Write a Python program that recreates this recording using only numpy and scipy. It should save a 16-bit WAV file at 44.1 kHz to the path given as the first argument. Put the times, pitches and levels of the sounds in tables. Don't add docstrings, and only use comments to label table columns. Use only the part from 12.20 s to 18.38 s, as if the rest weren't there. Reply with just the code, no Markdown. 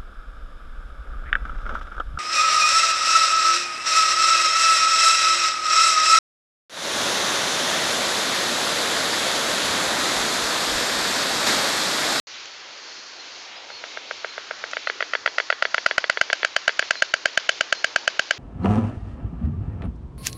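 import sys
import numpy as np
from scipy import signal
from scipy.fft import rfft, irfft
from scipy.io import wavfile
from scipy.ndimage import uniform_filter1d, minimum_filter1d

SR = 44100
rng = np.random.default_rng(int(sys.argv[2]) if len(sys.argv) > 2 else 0)


def store_wav(level_fs):
    pcm = np.round(np.clip(np.atleast_2d(level_fs), -1, 1) * 32767)
    wavfile.write(sys.argv[1], SR, pcm.T.astype(np.int16))


N = 272538

# f/Hz, level/dB
WIND_SPECTRUM = [(30, -20), (100, -10), (175, -17.5), (290, -5), (400, -2.5), (900, -2), (1400, 0.5),
                 (3500, -2), (4400, -1), (5500, -4), (6700, -9), (7400, -16)]
# t/s, level/dB
WIND_LEVEL = [(0, -40.9), (.6, -41.6), (1.2, -40.5), (2.4, -40), (3.5, -40.3), (4.8, -39.5), (6.18, -39.6)]
# t/s, level/dB, decay/s
TWIG_CRACKS = [(0.2562, -33, 0.0036), (2.513, -28, 0.0022), (6.099, -33, 0.0015)]
# f/Hz, level/dB
CRACK_SPECTRUM = [(100, -30), (400, -8), (2000, 3), (7000, -3.0), (9000, -23)]
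# centre t/s, f/Hz, level/dB, length/s
BIRD_PEEPS = [(1.004, 4270, -41.5, 0.043), (1.373, 4920, -45, 0.036), (1.552, 4290, -42, 0.12),
              (2.11, 4200, -45.5, 0.11), (2.68, 4250, -39.5, 0.055), (4.785, 4200, -39.5, 0.099),
              (4.895, 4280, -44, 0.037), (5.58, 4200, -41, 0.085)]
# t/s, level/dB
SITTING_CLACKS = [(1.5034, 5.5), (1.6398, 12.5), (1.7734, 16), (1.9111, 21), (2.0465, 19.5), (2.1801, 16),
                  (2.3109, 17.5), (2.4399, 17), (2.5694, 19), (2.6994, 19), (2.8256, 19), (2.9523, 21.5),
                  (3.0764, 22.5), (3.2012, 22), (3.3265, 20), (3.4532, 21.5), (3.5814, 22), (3.7114, 20.5),
                  (3.8419, 20.5), (3.9732, 19.5), (4.1014, 18.5), (4.2314, 20.5), (4.4933, 26),
                  (4.626, 16.5), (4.7552, 7.5)]
STANDING_CLACKS = [(2.5351, 13), (2.6742, 15), (2.8076, 19), (2.9366, 20.5), (3.0619, 28), (3.1841, 27.5),
                   (3.3034, 29.5), (3.4248, 32), (3.5452, 33), (3.6632, 37.5), (3.7814, 39.5), (3.8988, 39),
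                   (4.014, 37.5), (4.1305, 36.5), (4.2486, 36), (4.3647, 38), (4.4802, 36), (4.5939, 36.5),
                   (4.7088, 37), (4.8233, 38), (4.9401, 35.5), (5.0574, 38), (5.1757, 40), (5.293, 39.5),
                   (5.4098, 36.5), (5.5264, 36.5), (5.6447, 37), (5.7613, 36), (5.8777, 38), (5.9949, 36.5),
                   (6.1096, 36.5)]
# t/s, touch re slam/dB, touch lead/ms, hardness/Hz, throat tuning/ratio
SITTING_STROKE = [(2.25, -5, 1.465, 1700, 0.954), (3.002, -17, 1.25, 4100, 1.01)]
STANDING_STROKE = [(2.9, 4, 1.602, 2680, 0.91), (3.42, -6, 1.5, 2710, 0.865),
                   (3.88, -14, 1.415, 2950, 0.93), (4.2, -11, 1.4, 4230, 1.023),
                   (5.1, -10.5, 1.412, 4730, 0.988)]
# f/Hz, width/Hz, level/dB
SITTING_MODES = [(454, 144, -5.5), (620, 214, -5), (920, 120, -10), (1443, 540, -2), (1684, 260, 1),
                 (1970, 140, 2), (2184, 290, -1), (2920, 1050, -7), (3370, 85, -2), (4470, 98, -0.5)]
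STANDING_MODES = [(610.6, 244, -8.5), (1517, 750, -6.5), (1622, 235, -0.5), (1880, 540, -8.5),
                  (2280, 210, -7.5), (2600, 310, -5), (3030, 334, -3), (3410, 1700, -14), (4240, 190, -13),
                  (4650, 276, -6), (5470, 180, -12), (6170, 510, -13), (6920, 160, -10.5)]
# f/Hz, width/Hz, level/dB
POUCH_MODES = [(2100, 380, 0), (5040, 160, -8)]
# t/s, level/dB
POUCH_LEVEL = [(2.5, -2), (3.1, 2), (3.6, -0.5), (4.0, -3), (4.4, -42)]
# f/Hz, level/dB
ECHO_SPECTRUM = [(150, -30), (450, -9.5), (1000, -3), (1600, -6.5), (3000, 1), (3900, -2), (4700, 2.5),
                 (7000, -11.5), (9000, -42.5)]
# f/Hz, level/dB
HISS_SPECTRUM = [(100, -12.5), (8000, -9.5), (9500, -11), (11000, -25.5)]
# f/Hz, gain/dB
OUTPUT_RESPONSE = [(25, -16.5), (80, -6), (200, -1.5), (350, -0.5), (7200, 1.5), (9000, -10.5),
                   (10500, -14.5), (12500, -23), (16000, -18)]


def undb(db):
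    return 10 ** (np.asarray(db) / 20)


def unit(x):
    return x / np.sqrt(np.mean(x ** 2))


def add(track, start, sound):
    part = sound[:max(len(track) - start, 0)]
    track[start:start + len(part)] += part


def colour(x, points):
    hz, db = np.transpose(points)
    f = np.maximum(np.fft.rfftfreq(len(x), 1 / SR), 1)
    return irfft(rfft(x) * undb(np.interp(np.log(f), np.log(hz), db)), len(x))


def wander(rate_hz):
    hold = int(SR / rate_hz)
    steps = np.repeat(rng.standard_normal(N // hold + 2), hold)
    return unit(uniform_filter1d(uniform_filter1d(steps, hold), hold)[:N])


def wind(flicker_db=1.47, flicker_hz=8.5, swell_db=0.15, swell_hz=2.14):
    hiss = rfft(unit(colour(rng.standard_normal(N), WIND_SPECTRUM + [(9000, -65.5)])))
    octave = np.log2(np.maximum(np.fft.rfftfreq(N, 1 / SR), 64)).astype(int)
    bands = (irfft(hiss * (octave == k), N) for k in np.unique(octave))
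    leaves = sum(band * undb(flicker_db * wander(flicker_hz)) for band in bands)
    level_db = np.interp(np.arange(N) / SR, *np.transpose(WIND_LEVEL))
    return leaves * undb(level_db + swell_db * wander(swell_hz))


def twigs():
    out, t = np.zeros(N), np.arange(SR // 20) / SR
    for at_s, db, decay_s in TWIG_CRACKS:
        crack = unit(colour(rng.standard_normal(len(t)), CRACK_SPECTRUM))
        add(out, int(at_s * SR), undb(db) * crack * np.exp(-t / decay_s))
    return out


def peep(hz, length_s, waver=0.02, waver_hz=180):
    n = int(length_s * SR)
    wobble = np.interp(np.arange(n) / SR * waver_hz, np.arange(64), rng.standard_normal(64))
    phase = 2 * np.pi * np.cumsum(hz * (1 + waver * wobble)) / SR
    return np.sqrt(2 * np.hanning(n)) * np.sin(phase)


def small_bird(twitter_hz=4400, span_hz=260, twitter_db=-52.5, note_s=0.08, notes=30):
    out = np.zeros(N)
    twitter = [(when * N / SR, twitter_hz + span_hz * (pitch - .5), twitter_db, note_s)
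               for when, pitch in rng.random((notes, 2))]
    for centre_s, hz, db, length_s in list(BIRD_PEEPS) + twitter:
        start = max(int((centre_s - length_s / 2) * SR), 0)
        add(out, start, undb(db) * peep(hz, length_s))
    return out


def strokes(clacks, stroke):
    stroke_s, *settings = np.transpose(stroke)
    clack_s = np.transpose(clacks)[0]
    glide = np.transpose([np.interp(clack_s, stroke_s, values) for values in settings])
    spread = (3.4, 0.017, 180, 0.0083)  # touch/dB, lead/ms, hardness/Hz, tuning/ratio
    return np.hstack([clacks, glide + rng.standard_normal(glide.shape) * spread])


def resonator(f, modes):
    power = sum(undb(2 * db) / (1 + ((f * f - hz * hz) / (f * width_hz)) ** 2) ** 2
                for hz, width_hz, db in modes)
    cepstrum = irfft(np.log(power + 1e-5))
    cepstrum[0] /= 2
    cepstrum[len(cepstrum) // 2:] = 0
    return np.exp(rfft(cepstrum))


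def clatter(clacks, modes_at, rub_db, rub_tau_s=0.0018, throat_hz=(1200, 2160), size=2048):
    out = np.zeros(N)
    f = np.maximum(np.fft.rfftfreq(size, 1 / SR), 1)
    for at_s, db, touch_db, lead_ms, hardness_hz, tuning in clacks:
        start = int(at_s * SR) - size // 8
        t = (start + np.arange(size)) / SR - at_s
        slam = np.exp(-2j * np.pi * f * (at_s - start / SR))
        contact = 1 / (1 + 1j * f / hardness_hz)
        touch = undb(touch_db) * contact * slam * np.exp(2j * np.pi * f * lead_ms / 1000)
        friction = rng.standard_normal(size) * np.exp(-np.abs(t) / rub_tau_s)
        rub = undb(rub_db) * rfft(friction / np.sqrt(np.sum(friction ** 2)))
        modes = [(hz * tuning if throat_hz[0] < hz < throat_hz[1] else hz, width_hz, mode_db)
                 for hz, width_hz, mode_db in modes_at(at_s)]
        force = (slam + touch + rub) * contact ** 2
        add(out, start, undb(db) * irfft(force * resonator(f, modes), size))
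    return out


def sitting_stork():
    return clatter(strokes(SITTING_CLACKS, SITTING_STROKE), lambda at_s: SITTING_MODES, rub_db=-15)


def nest_scatter(x, gain_db=-18, t60_s=0.06):
    t = np.arange(SR // 10) / SR
    impulse = rng.standard_normal(len(t)) * np.exp(-np.log(1000) * t / t60_s)
    impulse /= np.sqrt(np.sum(impulse ** 2))
    return undb(gain_db) * signal.fftconvolve(x, impulse)[:N]


def tree_echo(x, gain_db=-24, t60_s=0.12, build_s=0.0031):
    t = np.arange(SR // 2) / SR
    tail = ((1 - np.exp(-t / build_s)) * np.exp(-np.log(1000) * t / t60_s)) ** 2
    power = np.maximum(signal.fftconvolve(x ** 2, tail / tail.sum())[:N], 0)
    return undb(gain_db) * np.sqrt(power) * unit(colour(rng.standard_normal(N), ECHO_SPECTRUM))


def standing_stork():
    def modes_at(at_s):
        stretch_db = np.interp(at_s, *np.transpose(POUCH_LEVEL))
        pouch = [(hz, width_hz, db + stretch_db) for hz, width_hz, db in POUCH_MODES]
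        return list(STANDING_MODES) + pouch
    return clatter(strokes(STANDING_CLACKS, STANDING_STROKE), modes_at, rub_db=-13)


def limiter(x, threshold=0.54, ratio=1.84, hold_s=0.034, slew_s=0.0036, lag_s=0.0034):
    peak = -minimum_filter1d(-np.abs(x), int(hold_s * SR))
    gain = (threshold / np.maximum(peak, threshold)) ** (1 - 1 / ratio)
    slewed = uniform_filter1d(gain, int(slew_s * SR))
    return x * np.roll(slewed, int(lag_s * SR))


def scene():
    bills = sitting_stork() + standing_stork()
    echoes = tree_echo(bills) + nest_scatter(bills)
    return (bills + echoes + twigs() + small_bird() + wind())[None]


def record(dry, silent_s=0.07, mic_top_hz=7300, clip_level=0.66, hiss_db=-67, output_top_hz=16400):
    sounding = np.arange(N) / SR > silent_s
    heard = signal.sosfilt(signal.butter(10, mic_top_hz, fs=SR, output="sos"), dry[0] * sounding)
    hiss = undb(hiss_db) * unit(colour(rng.standard_normal(N), HISS_SPECTRUM)) * sounding
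    clipped = np.clip(limiter(heard), -clip_level, clip_level)
    rounded = colour(clipped + hiss, OUTPUT_RESPONSE)
    return signal.sosfilt(signal.ellip(8, .1, 70, output_top_hz, fs=SR, output="sos"), rounded)[None]


dry = scene()
out = record(dry)
store_wav(out)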